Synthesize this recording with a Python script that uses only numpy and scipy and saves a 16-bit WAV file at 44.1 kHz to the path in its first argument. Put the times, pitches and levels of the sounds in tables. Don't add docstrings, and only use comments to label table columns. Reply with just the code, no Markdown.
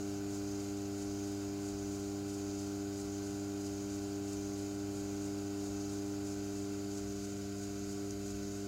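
import sys
import numpy as np
from scipy import signal
from scipy.fft import rfft, irfft
from scipy.io import wavfile

SR = 44100
rng = np.random.default_rng(int(sys.argv[2]) if len(sys.argv) > 2 else 0)


def wav_out(sig):
    wavfile.write(sys.argv[1], SR, np.round(np.clip(np.atleast_2d(sig).T, -1, 1) * 32767).astype(np.int16))


N = 382347
T = np.arange(N) / SR
FREQS = np.maximum(np.arange(N // 2 + 1) * SR / N, 1)
SHAFT_HZ, TURN_S = 23.62, .662


# (time [s], frequency [Hz])
HUM_PITCH = [(0, 99.86), (2.7, 99.9), (8.67, 99.96)]
# (harmonic number, level [dB], change with hands clear [dB], change when screened [dB])
HUM_PARTIALS = [(1, -49.5, -0.5, -0.5), (2, -49, 0.5, 1), (3, -41.6, -1.5, -2), (4, -46.4, 0.6, -2),
                (5, -71.5, -3.7, 5), (6, -62, -4, 3.2), (7, -61, 0.9, -1), (8, -62, -7, -4),
                (9, -73, -6, -3), (10, -76.5, -2, -1), (11, -79, .7, -3), (12, -96, 1.3, -9),
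                (13, -73.5, 2, -6), (14, -68.5, 0.5, -2), (15, -74, 2, 1.5), (16, -79.5, 5, -3),
                (17, -80.5, -3.4, -4)]
# (time [s], distance [0 touching, 1 well clear])
HAND_DISTANCE = [(6.3, 0), (6.55, .55), (6.9, 0.41), (7.1, 1)]
# (time [s], screening [0-1])
BODY_SCREEN = [(6.95, 0.1), (7.2, 1), (7.55, .9), (7.68, 0.5), (7.9, 0.8), (8.04, 0.06), (8.2, 1), (8.5, 1),
               (8.67, .6)]

def motor_hum(dispersion_rad=.7, shake_rad=.013):
    phase = 2 * np.pi * np.cumsum(curve(HUM_PITCH)) / SR + shake_rad * np.sin(2 * np.pi * SHAFT_HZ * T)
    hands, screen = curve(HAND_DISTANCE), curve(BODY_SCREEN)
    out = 0
    for k, db, hands_db, screen_db in HUM_PARTIALS:
        flutter = (.042 + .09 * (k / len(HUM_PARTIALS)) ** 2) * walk(11)
        waver = .04 * walk(4.8)
        gain = undb(db + hands_db * hands + screen_db * screen) * (1 + flutter + waver)
        out = out + gain * np.cos(k * phase - dispersion_rad * k ** 2)
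    return np.sqrt(2) * out


# (centre [turns], half width [turns], swish gain [dB], grit gain [dB])
RUB_PATCHES = [(.03, .07, -3, -3), (.17, .06, -8, -3), (.27, .04, -3, -30), (.51, 0.072, -2.5, 2.5),
               (.77, 0.17, 0, -5), (.94, 0.04, -14, 3)]

def patch_contact(base_swish_db=-12.5, base_grit_db=-21):
    swish_power, grit_power = undb(base_swish_db) ** 2, undb(base_grit_db) ** 2
    for centre, width, swish_db, grit_db in RUB_PATCHES:
        touch = np.exp(-(cycle_offset(T / TURN_S - centre) / width) ** 2)
        swish_power += touch * undb(swish_db) ** 2
        grit_power += touch * undb(grit_db) ** 2
    return np.sqrt(swish_power), np.sqrt(grit_power)


# (frequency [Hz], bandwidth [Hz], boost [dB])
HEAD_MODES = [(2011, 35, 3), (2651, 60, 3), (3108, 75, 4.5), (3717, 90, 5), (4043, 62, 5), (4510, 50, 4),
              (4614, 100, 3.5), (4933, 360, 5), (5483, 38, 7.5), (6043, 126, 3.5), (6817, 400, 4),
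              (7767, 150, 2), (8882, 128, 2.7), (9850, 45, 4), (11778, 43, 4.5), (12909, 40, 4)]
# (frequency [Hz], spectral level [dB per Hz])
SWISH_SPECTRUM = [(1800, -118), (3400, -111), (4400, -105), (5400, -100), (6100, -91.5), (6500, -90),
                  (7000, -99.5), (7700, -112), (9500, -125)]
# (frequency [Hz], spectral level [dB per Hz])
GRIT_SPECTRUM = [(1500, -120), (3400, -111.4), (4300, -104.3), (5300, -102.5), (7000, -96.5), (7700, -97.5),
                 (8200, -101.5), (9500, -104.3), (11000, -111.4), (15000, -119)]
# (time [s], scuff gain [dB], frame throb level [dB])
HIGH_SPOT_PASSES = [(.357, -1, -59), (1.022, -3, -55.5), (1.686, 9.5, -52), (2.346, 2, -56.5),
                    (3.005, 6, -56), (3.668, 6, -57), (4.333, 6, -55), (4.993, -6, -58), (5.662, 6, -56),
                    (6.32, -3, -57), (6.98, 5, -52.5), (7.64, 7, -55), (8.306, 0, -54)]

def head_rubbing(scuff_s=.0043, push_db=3.0):
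    swish_gain, grit_gain = patch_contact()
    pulse = np.exp(-(cycle_offset(SHAFT_HZ * T - .25) / .15) ** 4)
    push = undb(push_db * pulse + .97 * walk(16))
    scuffs = sum(undb(db) / (1 + ((T - s) / scuff_s) ** 2) for s, db, _ in HIGH_SPOT_PASSES)
    swish = slips(spread_db=1.3) * push * undb(.3) * swish_gain
    grit = slips(spread_db=2.5) * push * (grit_gain + scuffs)
    return colour(swish, SWISH_SPECTRUM, HEAD_MODES) + colour(grit, GRIT_SPECTRUM, HEAD_MODES)


# (time [s], frame throb level [dB])
PAN_BUMPS = [(8.11, -53.5)]

def frame_throb(mode_hz=59.2, wander_hz=2.37, floor_db=-67, lag_s=.005, attack_s=.04, decay_s=.23):
    power = undb(floor_db) ** 2
    for s, *_, db in list(HIGH_SPOT_PASSES) + list(PAN_BUMPS):
        age = np.maximum(T - s - lag_s, 0)
        rise = np.minimum(age / attack_s, 1)
        decay = np.exp(-np.maximum(age - attack_s, 0) / decay_s)
        power += (undb(db) * rise * decay) ** 2
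    phase = 2 * np.pi * np.cumsum(mode_hz + wander_hz * walk(9.6)) / SR
    return np.sqrt(2 * power) * undb(1.5 * walk(12)) * np.sin(phase)


# (time [s], peak level [dB])
SPECK_HITS = [(7.793, -40), (8.1082, -31.3)]
# (frequency [Hz], relative level [dB], 60 dB decay time [s])
SPECK_MODES = [(6190, -3, .005), (6650, 0, .004), (7950, -2, .0028), (10800, -13, .0015)]

def speck_ticks(rise_s=.00015):
    out = 0
    for s, db in SPECK_HITS:
        age = np.maximum(T - s, 0)
        ring = sum(undb(mode_db - 60 * age / t60) * np.sin(2 * np.pi * hz * age)
                   for hz, mode_db, t60 in SPECK_MODES)
        ring *= 1 - np.exp(-age / rise_s)
        out = out + undb(db) * ring / np.abs(ring).max()
    return out


# (frequency [Hz], spectral level [dB per Hz])
RUMBLE_SPECTRUM = [(20, -86), (32, -99), (50, -85), (85, -80.5), (130, -91.5), (170, -86), (240, -85.5),
                   (300, -87), (420, -89.5), (500, -91.5), (650, -90), (850, -95.5), (1550, -93),
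                   (2100, -135)]

def drive_rumble(repeat=.29, lean_s=7.1, shadow_hz=960, shadow_width_hz=420, shadow_db=-7.5):
    feedback = repeat * np.exp(-2j * np.pi * FREQS / SHAFT_HZ)
    clatter = irfft(rfft(rng.standard_normal(N)) / (1 - feedback), N)
    clatter /= clatter.std()
    shadowed = colour(clatter, RUMBLE_SPECTRUM, [(shadow_hz, shadow_width_hz, shadow_db)])
    return np.where(T < lean_s, colour(clatter, RUMBLE_SPECTRUM), shadowed)


# (harmonic number, level [dB])
SHAFT_HARMONICS = [(3, -67), (9, -74), (10, -76), (12, -70), (25, -76), (26, -74), (27, -76.5)]
# (frequency [Hz], level
# [dB])
DRIVE_TONES = [(115.1, -68), (123.8, -65.5), (143.3, -65), (323.7, -69), (522.9, -78.5), (543.7, -70.5),
               (722.7, -73), (732.1, -75.5), (755.7, -77.5), (975.7, -79), (1037, -77.5), (1144, -77),
               (1222.7, -84.5), (1275, -77.5), (1370, -75), (1486.5, -73), (1512, -81), (1534, -73),
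               (1798.7, -90), (2006.6, -84), (2100.8, -81.5), (2223.3, -87), (2266.4, -85.5),
               (2455.5, -82.5), (2643.9, -78.5), (2738.8, -84), (4201, -78), (4602, -75), (6608, -71.5)]

def drive_whine(slip_rad=.039, flicker_db=3.0):
    angle = 2 * np.pi * SHAFT_HZ * T + slip_rad * walk(2.2)
    out = sum(undb(db) * np.sin(k * angle + rng.uniform(0, 2 * np.pi)) for k, db in SHAFT_HARMONICS)
    for hz, db in DRIVE_TONES:
        pitch = hz + (.94 + .000833 * hz) * walk(6.36)
        out += undb(db + flicker_db * walk(8)) * np.sin(2 * np.pi * np.cumsum(pitch) / SR)
    return np.sqrt(2) * out


# (frequency [Hz], spectral level [dB per Hz])
HISS_SPECTRUM = [(1200, -115), (1800, -99), (2300, -95), (2850, -96.5), (3400, -99.8), (4300, -97),
                 (5300, -96.5), (6200, -96), (7000, -90.5), (7700, -97), (8200, -100.6), (9500, -103.8),
                 (11000, -105.5), (15500, -107.3)]

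def bearing_hiss():
    return colour(slips(spread_db=1.2), HISS_SPECTRUM, HEAD_MODES)


def splash_pan(x, echo_db=-9, t60_s=.12):
    response = rng.standard_normal(N) * undb(-60 * T / t60_s)
    echoes = signal.fftconvolve(x, response / np.linalg.norm(response))[:N]
    return (x + undb(echo_db) * echoes) / np.hypot(1, undb(echo_db))


def slips(spread_db, size=24):
    x = rng.standard_normal(N)
    x *= np.repeat(undb(spread_db * rng.standard_normal(N // size + 1)), size)[:N]
    return x / x.std()


def colour(x, spectrum, resonances=()):
    hz, db = np.transpose(spectrum)
    db = np.interp(np.log(FREQS), np.log(hz), db)
    for centre, width, peak in resonances:
        db += peak / (1 + (2 * (FREQS - centre) / width) ** 2)
    return irfft(rfft(x) * undb(db), N) * np.sqrt(SR / 2)


def walk(cutoff_hz):
    x = irfft(rfft(rng.standard_normal(N)) / (1 + (FREQS / cutoff_hz) ** 4), N)
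    return x / x.std()


def cycle_offset(cycles):
    return (cycles + .5) % 1 - .5


def curve(rows):
    return np.interp(T, *np.transpose(rows))


def undb(db):
    return 10 ** (np.asarray(db) / 20)


def scene():
    machine = motor_hum() + drive_whine() + drive_rumble() + frame_throb()
    contacts = head_rubbing() + speck_ticks() + bearing_hiss()
    return (machine + splash_pan(contacts))[None]


def record(dry, cutoff_hz=15750):
    return signal.sosfilt(signal.ellip(10, .1, 80, cutoff_hz, fs=SR, output="sos"), dry)


dry = scene()
out = record(dry)
wav_out(out)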